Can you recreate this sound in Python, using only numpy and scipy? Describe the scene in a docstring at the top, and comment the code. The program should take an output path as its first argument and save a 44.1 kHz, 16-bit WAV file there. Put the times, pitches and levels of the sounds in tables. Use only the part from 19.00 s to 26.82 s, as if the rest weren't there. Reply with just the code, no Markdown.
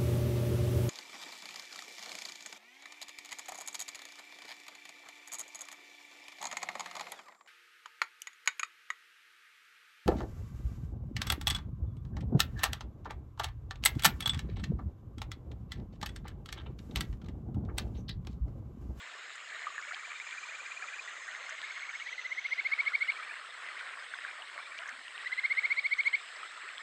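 """A shallow stony stream, with frogs that whistle runs of short rising notes: far ones now and then, a near one twice.
The water is patchy noise for the rush and many damped, rising sines for bubbles that fizz, plop, glug and splash.
Insects buzz far off as narrow bands of noise, and a faint hum of steady tones beats in the bass.
Each frog note is a gliding tone with its octave and a brief fifth, echoed by nearby stones; two frog details,
a fifth at 2.998 s and an upward sweep at 4.305 s, are damped sines like the bubbles."""
import sys
import numpy as np
from scipy import signal
from scipy.fft import rfft, irfft, next_fast_len
from scipy.io import wavfile
from scipy.ndimage import uniform_filter1d, map_coordinates

SR = 44100
rng = np.random.default_rng(int(sys.argv[2]) if len(sys.argv) > 2 else 0)


def generate_wav(sig):
    """Save sig (samples, or channels by samples) to the path in sys.argv[1] as 16-bit PCM at SR."""
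    pcm = np.round(np.clip(np.atleast_2d(sig).T, -1, 1) * 32767).astype(np.int16)
    wavfile.write(sys.argv[1], SR, pcm)


N = 344862


def amp(db):
    """Gain of a level in dB."""
    return 10 ** (np.asarray(db) / 20)


def unit(x):
    """x at rms 1."""
    return x / np.sqrt(np.mean(np.abs(x) ** 2) + 1e-20)


def curves(rows, t):
    """Each column after the time, read at times t."""
    s, *columns = np.transpose(rows)
    return [np.interp(t, s, column) for column in columns]


def wobble(rate):
    """A smooth random curve, with rate random points a second."""
    points = rng.standard_normal(int(N * rate / SR) + 4)
    return map_coordinates(points, [np.arange(N) * rate / SR])


def filtered(x, response):
    """x times a response of frequency."""
    m = next_fast_len(N + 8192)
    return irfft(rfft(x, m) * response(np.fft.rfftfreq(m, 1 / SR)), m)[:N]


def coloured(x, points):
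    """x through a spectrum of (Hz, dB) points, at rms 1."""
    f, db = np.transpose(points)
    return unit(filtered(x, lambda hz: amp(np.interp(np.log(hz + 1), np.log(f + 1), db))))


def bubbles(s, gain, hz, cycles, rise, size=SR // 50):
    """Damped sines that start softly and rise in pitch, as a bubble does when it nears the surface."""
    t = np.arange(size) / SR
    age = t * (hz / cycles)[:, None]  # time in units of the bubble's life
    swell = (1 - np.exp(-5 * age)) ** 2 * np.exp(-age) * (1 - t / t[-1])
    swell /= swell.max(axis=1)[:, None]
    glide = 1 + np.reshape(rise, (-1, 1)) * age  # acts on the phase, so the pitch rises twice as much
    ring = swell * np.sin(2 * np.pi * hz[:, None] * t * glide)
    at = (s * SR).astype(int)[:, None] + np.arange(size)
    return np.bincount(at.ravel(), (gain[:, None] * ring).ravel(), N + SR)[:N]


def patchy_rush():
    """White noise whose patches of time and pitch are randomly louder or softer."""
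    z = signal.stft(rng.standard_normal(N), nperseg=512)[2]
    field = uniform_filter1d(rng.standard_normal(z.shape), size=5, axis=0)  # smooth across pitch
    field = uniform_filter1d(field, size=6, axis=1)  # and across time
    return signal.istft(z * amp(2.76 * unit(field)), nperseg=512)[1][:N]


def clumped_times(chance, clumps):
    """Start times in seconds, crowded where the running total of activity climbs fast."""
    return np.interp(chance, clumps / clumps[-1], np.arange(N) / SR)


def fizz(clumps):
    """Thousands of bubbles over a wide range of pitch: many small, few large, none huge."""
    u = rng.random((5500, 4))
    hz = 220 * 30 ** u[:, 1]
    gain = amp(-3.5 * np.log(u[:, 2] + 0.16))
    cycles = 3 + 14 * u[:, 3] ** 2
    return bubbles(clumped_times(u[:, 0], clumps), gain * np.sqrt(1 / cycles), hz, cycles, rise=0.016)


def ticks(clumps):
    """Droplet ticks: bubbles that die within little more than one cycle."""
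    u = rng.random((900, 3))
    hz = 1800 * 4 ** u[:, 1]
    gain = amp(-3 * np.log(u[:, 2] + 0.035))
    s = clumped_times(u[:, 0], clumps)
    return bubbles(s, gain, hz, np.full(len(u), 1.3), rise=0.008, size=SR // 200)


def babble(clumps):
    """Ringing bubbles with lives of 3-9 ms whatever their pitch."""
    u = rng.random((1600, 4))
    hz = 300 * 8 ** u[:, 1]
    gain = amp(-3 * np.log(u[:, 2] + .08))
    cycles = hz * (.003 + .006 * u[:, 3])
    return bubbles(clumped_times(u[:, 0], clumps), gain, hz, cycles, rise=.012, size=SR // 30)


def bright_droplets():
    """Very short, high bubbles scattered evenly at random."""
    u = rng.random((260, 3))
    hz = 5000 * 2.5 ** u[:, 1]
    gain = amp(-4 * np.log(u[:, 2] + .05))
    return bubbles(u[:, 0] * N / SR, gain, hz, np.full(len(u), 1.2), rise=.01, size=SR // 400)


BABBLE_DB, FIZZ_DB, TICK_DB = -10.5, -10.5, -14.5  # beside the rush, before the stream is coloured
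SPRAY_DB = -79  # level of the bright droplets
RUSH_DB, GURGLE_DB, SURGE_DB = 2, -65, 0.67  # added to the rush and treble; low gurgle; random swells

# How the stream's strength changes. Each row: time in seconds, level of the rush in dB before RUSH_DB
# is added, level of the treble compared with the rush in dB.
STREAM_FLOW = [(0.0, -52.5, -2.5), (0.69, -51.5, -5), (0.85, -50, -6.5), (1.04, -52, -2), (1.24, -50.5, -4),
               (1.37, -49.5, -6), (1.91, -50, -6.5), (2.2, -51.5, -6.5), (2.68, -48.5, -3.5),
               (2.92, -48.5, -7), (3.07, -53, -1.5), (3.31, -52, -5.5), (3.44, -53.5, -1.5),
               (3.74, -48.5, -5.5), (3.94, -49, -6.5), (4.38, -49.5, -6.5), (4.96, -50, -6.5),
               (6.18, -52, -4), (6.32, -48, -7), (6.84, -53.5, -4), (7.17, -51.5, -5.5), (7.82, -50, -6)]
# The stream's colour, before its three bands are set to their own levels.
# Each row: frequency in Hz, relative strength in dB.
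WATER_COLOUR = [(60, -75), (200, -33.5), (400, -20.5), (650, -11.5), (880, -12.5), (1150, -3), (1900, 1.5),
                (2600, -7), (4250, -13.5), (4700, -20.5), (5200, -17), (5700, -29.5), (6600, -24),
                (12000, -46)]


def stream():
    """Rush and clumped bubbles share one colour; gurgle, rush and treble bands then surge separately."""
    clumps = np.cumsum(amp(4 * wobble(10)))  # splashes release bubbles in bunches
    mix = unit(patchy_rush()) + amp(BABBLE_DB) * unit(babble(clumps))
    mix += amp(FIZZ_DB) * unit(fizz(clumps)) + amp(TICK_DB) * unit(ticks(clumps))
    body = coloured(mix, WATER_COLOUR)
    gurgle = filtered(body, lambda f: 1 / (1 + (f / 900) ** 8))
    treble = filtered(body, lambda f: 1 - 1 / (1 + (f / 2500) ** 8))
    bands = gurgle, body - gurgle - treble, treble
    rush_db, treble_db = curves(STREAM_FLOW, np.arange(N) / SR)
    levels_db = GURGLE_DB, rush_db + RUSH_DB, rush_db + RUSH_DB + treble_db
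    flow = sum(amp(db + SURGE_DB * wobble(5)) * unit(band) for db, band in zip(levels_db, bands))
    return flow + amp(SPRAY_DB) * unit(bright_droplets())


# The insect bands. Each row: start in seconds, stop in seconds, fade-in in seconds, fade-out in seconds,
# first pitch in Hz, last pitch in Hz, level in dB, width in Hz, pulses per second, pulse depth from 0 to 1.
INSECT_BANDS = [(2.65, 3.66, .5, .15, 6010, 6040, -64, 130, 24, .2),
                (0.3, 2.6, 1.2, .3, 6200, 6320, -65.5, 280, 28, 0),
                (2.0, 3.62, .4, .5, 6480, 6580, -64.5, 240, 28, 0),
                (-.3, 2.75, 1, .5, 6760, 7070, -63, 380, 66, .2),
                (-1, 3.0, 1, 1, 7200, 6600, -67, 1200, 66, 0),
                (-1, 3.7, .5, .8, 7450, 7780, -65.5, 520, 69, 0),
                (3.4, 9, .5, .5, 7720, 7730, -67, 520, 69, 0),
                (6.8, 9, .4, .5, 7760, 7700, -66, 520, 69, 0),
                (-.5, 3.5, 1, 1.2, 8120, 8350, -70.5, 360, 110, .1),
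                (3.4, 9, .6, .5, 8450, 8360, -69.5, 360, 110, .1),
                (3.5, 9, .3, 3, 8950, 8800, -75, 300, 60, 0),
                (.5, 2.7, .4, .8, 9230, 9230, -82, 160, 60, 0),
                (3.6, 7.2, .4, .6, 9420, 9150, -81, 160, 60, 0)]


def insects():
    """Distant buzzing: narrow noise around a drifting centre, some of it lightly pulsed, fading in and out."""
    t, out = np.arange(N) / SR, np.zeros(N)
    for start, stop, fade_in, fade_out, hz, last_hz, db, width_hz, rate, depth in INSECT_BANDS:
        # two slow noises, placed on a cosine and a sine, make one band around the centre pitch
        a, b = (unit(filtered(v, lambda f: 1 / (1 + (2 * f / width_hz) ** 2)))
                for v in rng.standard_normal((2, N)))
        centre_hz = np.interp(t, [start, stop], [hz, last_hz]) + .05 * width_hz * wobble(6)
        phase = 2 * np.pi * np.cumsum(centre_hz) / SR
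        pulse = 1 + depth * np.sin(2 * np.pi * rate * t + 1.8 * wobble(11.0))
        singing = np.clip((t - start) / fade_in, 0, 1) * np.clip((stop - t) / fade_out, 0, 1)
        level = amp(db + 0.53 * wobble(4.5) + 0.91 * wobble(25))
        out += singing * level * pulse * (a * np.cos(phase) + b * np.sin(phase))
    return out


# The hum's tones; the close pair beats. Each row: pitch in Hz, rms level in dB.
HUM_TONES = [(71.6, -98.5), (71.97, -97), (143.2, -99)]


def hum():
    """A faint low hum that swells and fades as two close tones drift in and out of step."""
    t = np.arange(N) / SR - .8  # all tones are in step at 0.8 s
    return sum(np.sqrt(2) * amp(db) * np.cos(2 * np.pi * hz * t) for hz, db in HUM_TONES)


# Bursts of small bubbles. Each row: middle in seconds, level of the loudest possible bubble in dB,
# spread to either side in seconds, lowest pitch in Hz, highest pitch in Hz.
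SPLASH_BURSTS = [(.94, -45, 0.011, 2600, 5000), (2.497, -45, 0.004, 5460, 7300),
                 (.55, -48, 0.031, 1300, 2400), (.93, -39.5, 0.05, 1110, 2400),
                 (4.63, -42.5, 0.033, 1200, 2300), (4.85, -44.5, 0.052, 1100, 1900),
                 (5.28, -39, 0.038, 1200, 2430), (5.41, -47.5, 0.027, 700, 1500),
                 (5.58, -50, 0.028, 594, 1300), (5.86, -37, 0.055, 1400, 2200),
                 (.36, -50, 0.0044, 6000, 8500), (.6, -65, 0.0047, 6000, 8950),
                 (.814, -53, .003, 4500, 6000), (1.781, -60, .004, 6000, 8000),
                 (5.783, -52, .003, 4500, 6500), (5.879, -53, 0.0046, 5700, 6800),
                 (5.8925, -46, 0.0015, 4500, 12500), (7.365, -52, .004, 4200, 5200),
                 (6.983, -50, .008, 5500, 6400), (7.068, -50, 0.0076, 6550, 9000)]


def splashes():
    """Each splash scatters 24 short bubbles at random over its time and pitch range."""
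    s, db, spread, low_hz, high_hz = np.repeat(SPLASH_BURSTS, 24, axis=0).T
    u = rng.random((len(s), 3))
    hz = low_hz * (high_hz / low_hz) ** u[:, 0]
    starts = s + spread * (2 * u[:, 1] - 1)
    return bubbles(starts, amp(db - 8.3 * u[:, 2]), hz, np.full(len(s), 3.0), rise=0.012)


# Slow upward glides: bubbles, and at 4.305 s the upward sweep that ends a far frog's run.
# Each row: start in seconds, peak level in dB, starting pitch in Hz, life in cycles,
# half the rise in pitch per life as a fraction.
UPWARD_GLIDES = [(.545, -54.5, 643, 8, .01), (1.072, -55, 702, 12, 0.011), (4.305, -44, 2360, 31, 0.053),
                 (.872, -53, 584, 7.9, 0.0086), (.93, -47, 678, 7, 0.05), (2.4, -56.5, 481, 11.4, 0.11),
                 (2.522, -51, 628, 9.8, 0.012), (5.385, -53.5, 578, 23, 0.22), (5.553, -57, 520, 15.4, .13),
                 (5.787, -50.5, 618, 18, 0.07), (5.92, -63, 220, 5.3, 0.11), (5.98, -64, 250, 4.3, .02),
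                 (7.63, -61, 299, 11.5, 0.31)]


def glugs_and_frog_sweep():
    """Damped sines that ring for longer while the pitch glides up: glugging bubbles and one frog's sweep."""
    s, db, hz, cycles, rise = np.transpose(UPWARD_GLIDES)
    return bubbles(s, amp(db), hz, cycles, rise, size=SR // 16)


# Clear bubbles, and a short tone at 2.998 s that is the fifth of the near frog's note.
# Each row: start in seconds, peak level in dB, starting pitch in Hz, life in cycles.
CLEAR_TONES = [(0.547, -31, 1860, 3.3), (0.668, -27, 1204, 7.4), (0.68, -34, 1210, 6),
               (0.78, -28, 1710, 3.4), (.593, -33.5, 2120, 3), (.626, -38, 1880, 4), (.645, -36, 2000, 5),
               (.702, -41, 1140, 9), (.744, -40, 1205, 9), (0.786, -32.5, 1740, 8), (.793, -39, 1200, 4),
               (.801, -38, 1400, 5), (.871, -37, 1750, 4.5), (.959, -38, 1700, 5), (1.289, -48, 1010, 5.1),
               (1.428, -40.5, 1240, 7.9), (2.998, -39, 2880, 15), (4.076, -38, 2880, 11),
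               (4.05, -46, 1730, 18), (0.912, -33.5, 1400, 5.1), (0.946, -34, 3200, 3.3),
               (0.922, -31, 1800, 2.6), (1.118, -32, 2300, 1.8), (1.2, -28, 2070, 2.5),
               (1.641, -41, 3170, 2.5), (2.313, -37, 3110, 2.5), (2.795, -38, 3260, 2.5),
               (3.215, -35, 2620, 2.5), (3.509, -40, 3220, 2.7), (3.854, -39, 3100, 5.3),
               (5.145, -37.5, 3500, 4.4), (6.081, -33, 2770, 2.5), (6.939, -35, 3900, 2.5),
               (7.131, -36, 3020, 6.2), (1.31, -33.5, 3305, 1.9), (1.823, -32.5, 1670, 7.9),
               (1.84, -35.5, 1320, 4.6), (2.492, -32.5, 1550, 3.6), (2.617, -27.5, 3080, 0.84),
               (2.901, -35, 1360, 3.9), (3.609, -33, 1610, 4), (3.919, -34, 1410, 8.6),
               (4.12, -29, 2630, 2.6), (4.31, -35, 1710, 8), (4.197, -37.5, 1250, 12),
               (4.636, -34, 1510, 1.9), (4.81, -38, 1520, 5.5), (4.891, -37.5, 2850, 2.4),
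               (5.138, -28, 1520, 4.2), (5.188, -29.5, 1750, 2.1), (5.249, -29, 1610, 3.7),
               (5.421, -35, 2880, 5.9), (5.588, -36.5, 1130, 3.3), (5.789, -27, 2720, 1.5),
               (5.834, -33, 1620, 3), (5.858, -32.5, 1640, 3.6), (5.889, -33, 1730, 1.9),
               (6.179, -32, 2770, 2.1), (6.438, -34, 1550, 3.4), (7.035, -33, 2970, 2.7),
               (7.429, -34.5, 1270, 11), (7.689, -32, 2380, 3.2), (7.781, -30, 3250, 3.2)]


def plops_and_frog_fifth():
    """Damped sines whose pitch hardly rises: plopping bubbles and the fifth of a near frog's note."""
    s, db, hz, cycles = np.transpose(CLEAR_TONES)
    return bubbles(s, amp(db), hz, cycles, rise=0.0037)


FIRST_SWELL_MS, NOTE_SCATTER_DB = 12.2, .5  # every run starts with short notes; no two are equally loud
FAR_CLIMB_DB = 11  # extra climb in level while a far note swells
LEVEL_EASE = 1.6  # the level changes fast at first, then settles

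# Runs of the far frogs: one, a second, then a brief run and a faint one. Each row: first peak in seconds,
# last peak in seconds, growth of the gap in ms per note, easing of that growth in ms per note,
# first level in dB, full level in dB, time to full level in seconds, first pitch in Hz, full pitch in Hz,
# pitch warm-up in seconds, full swell in ms.
FAR_RUNS = [(0.837, 1.998, 0.45, 0.035, -42, -37.5, 0.4, 2258, 2440, 0.272, 16.7),
            (2.174, 3.091, -0.32, -0.11, -43.5, -33.5, 0.88, 1976, 2300, 0.51, 16.8),
            (4.048, 4.3, 0.96, -0.041, -37, -38, .1, 2286, 2380, 0.2, 18.3),
            (5.544, 5.784, 0.0022, -0.018, -45, -41.5, 0.16, 2345, 2370, 0.09, 18.5)]
# How many notes each far run has, in the same order.
FAR_NOTE_COUNTS = (22, 16, 5, 5)


def far_notes():
    """Note rows for far runs: the pace shifts while the frog warms to its full level, pitch and length."""
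    rows = []
    for run, count in zip(FAR_RUNS, FAR_NOTE_COUNTS):
        first, last, grow_ms, ease_ms, db, full_db, build, hz, full_hz, warm, ms = run
        k = np.arange(count)
        lag = (grow_ms * k ** 2 / 2 - ease_ms * k ** 3 / 6) / 1000  # seconds added to an even beat
        s = lag + np.linspace(first, last - lag[-1], count)
        short = np.clip(1 - (s - first) / build, 0, 1) ** LEVEL_EASE  # how far from the full level
        level_db = full_db + (db - full_db) * short + NOTE_SCATTER_DB * rng.standard_normal(count)
        cold = np.exp(-(s - first) / warm)
        pitch_hz = full_hz + (hz - full_hz) * cold
        swell_ms = ms + (FIRST_SWELL_MS - ms) * cold
        rows += zip(s, level_db, pitch_hz, swell_ms, np.full(count, FAR_CLIMB_DB))
    return rows


TAIL_SCATTER_DB = 1  # how the falling octave differs from note to note

# Shape of a note that swells for 22 ms; other swells stretch or squeeze the part before the peak.
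# Each row: seconds from the peak, opening of the main tone in dB, octave in dB, pitch as a ratio.
NOTE_SHAPE = [(-.028, -21, -41.5, .83), (-.024, -8, -32, .875), (-.02, -4.5, -30, .91),
              (-.016, -0.8, -28, .932), (-.008, -0.6, -28.5, .963), (0, -0.2, -27, 1.003),
              (.0025, -4, -26, 1.03), (.0045, -8, -24.5, 0.97), (.007, -27.5, -18, 0.76),
              (.011, -46.5, -56, 0.48)]


def frog_note(t, hz, ms, climb_db, chance):
    """A note swells while its pitch climbs, then snaps shut as the octave drops; the throat sac rings on."""
    pace = np.where(t < 0, 22 / ms, 1)
    db, octave_db, ratio = uniform_filter1d(curves(NOTE_SHAPE, t * pace), size=40)
    ratio = 1 + (ratio - 1) / pace ** 1.087  # short notes climb less far
    held = np.maximum(ratio, .985 * (t > 0))  # the throat sac rings on at its own pitch
    flutter = [map_coordinates(c, [np.linspace(0, 15, len(t))]) for c in chance]
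    turn = 2 * np.pi * hz * (1 + 0.006 * flutter[0]) / SR  # phase step per sample
    db += climb_db * np.minimum(t * pace / .022, 0)
    note = amp(db + 1.2 * flutter[1]) * np.sin(np.cumsum(turn * held))

    octave_db += TAIL_SCATTER_DB * chance[3, 0] * np.clip(t / 0.0025, 0, 1)
    low_db = .085 * max(2150 - hz, 0)  # low notes lie under the sac's resonance and leak more overtone
    overtone_db = octave_db + 0.59 * low_db + 0.9 * flutter[2] + 1.2 * chance[2, 0]
    note += amp(overtone_db) * np.sin(2 * np.cumsum(turn * ratio))

    # a fickle fifth as the note starts
    fifth_db = low_db / 2 - 6 - 400 * np.abs(t + .018 * (ms / 22) ** 3) + 4 * flutter[3]
    note += amp(octave_db + fifth_db) * np.sin(3 / 2 * np.cumsum(turn * ratio))
    return note * np.clip((t * pace + .036) / .008, 0, 1) * np.clip((t[-1] - t) / .003, 0, 1)  # fade ends


# The near frog's two runs, note by note. Each row: peak in seconds, level in dB, pitch in Hz, swell in ms,
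# extra climb in level during the swell in dB.
NEAR_NOTES = [(2.944, -40, 1870, 13, 8), (3.008, -41, 1940, 16, 7), (3.071, -34, 2000, 13, 6),
              (3.132, -31.5, 2050, 16, 11), (3.185, -34.5, 2045, 5.3, 1), (3.197, -31, 2037, 4.1, 0),
              (3.263, -30, 2090, 21, 9), (3.327, -28.5, 2146, 23, 12), (3.392, -27, 2180, 21, 8),
              (3.462, -27, 2190, 17.4, 3.5), (3.532, -24, 2166, 23, 11), (3.599, -24, 2200, 23, 12.5),
              (3.668, -23.5, 2210, 18, 5.5), (3.736, -22.5, 2240, 18, 3.5), (3.807, -22, 2265, 20.6, 3.5),
              (3.881, -22, 2230, 21, 8.5), (3.955, -21, 2238, 20.6, 8.5), (4.027, -22.5, 2223, 19.6, 7),
              (4.101, -20, 2232, 19, 9), (6.158, -41, 1880, 14, 4), (6.214, -38.5, 1930, 16, 7),
              (6.273, -28.5, 2030, 16, 10), (6.332, -26, 2075, 13.3, 6.5), (6.393, -23.5, 2130, 21, 13),
              (6.457, -22.5, 2205, 20.5, 7), (6.523, -22.5, 2220, 20.6, 3.5),
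              (6.591, -21.5, 2207, 23.5, 8.5), (6.657, -21, 2210, 23.4, 10), (6.725, -21.5, 2255, 23, 6),
              (6.792, -20.5, 2237, 26, 13), (6.865, -20.5, 2248, 26, 11), (6.934, -21, 2248, 22.4, 7.5),
              (7.006, -20, 2253, 21.5, 7), (7.077, -19.5, 2244, 25.6, 12), (7.152, -19.5, 2237, 20.5, 8)]
# Stones that answer the frogs. Each row: delay in seconds, level of the echo in dB.
STONE_ECHOES = [(.004, -35.5), (.013, -25.5), (.017, -34.5), (.022, -24), (.028, -27.5), (.036, -27)]


def frogs():
    """The far and near notes are whistled at their peak times, and nearby stones echo them all."""
    t = np.arange(-SR // 24, SR // 64) / SR  # seconds from the peak
    out = np.zeros(N)
    rows = far_notes() + NEAR_NOTES
    for (s, peak_db, hz, ms, climb_db), chance in zip(rows, rng.standard_normal((len(rows), 4, 16))):
        note = frog_note(t, hz, ms, climb_db, chance)
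        out[round(s * SR) - SR // 24:][:len(t)] += amp(peak_db) * note
    return out + sum(amp(db) * np.roll(out, round(s * SR)) for s, db in STONE_ECHOES)


def scene():
    """Everything reaches one microphone."""
    water_and_tones = stream() + splashes() + glugs_and_frog_sweep() + plops_and_frog_fifth()
    # small bubbles move no bass
    without_bass = filtered(water_and_tones, lambda f: 1 - 1 / (1 + (f / 150) ** 4))
    return (without_bass + insects() + hum() + frogs())[None]


TOP_HZ = 15700  # nothing is kept from here up

# Colour of the steady hiss. Each row: frequency in Hz, relative strength in dB.
HISS_COLOUR = [(20, 10.5), (110, 7), (300, 9.5), (9000, -1.5), (10500, -7.5), (12500, -2.5), (15700, -21.5)]


def record(dry):
    """The microphone rolls off its treble steeply, hisses faintly, and nothing is kept above the band limit."""
    heard = filtered(dry[0], lambda hz: 1 / np.sqrt(1 + (hz / 9200) ** 16))
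    hiss = amp(-81.0) * coloured(rng.standard_normal(N), HISS_COLOUR)
    return filtered(heard + hiss, lambda hz: hz < TOP_HZ)[None]


dry = scene()
out = record(dry)
generate_wav(out)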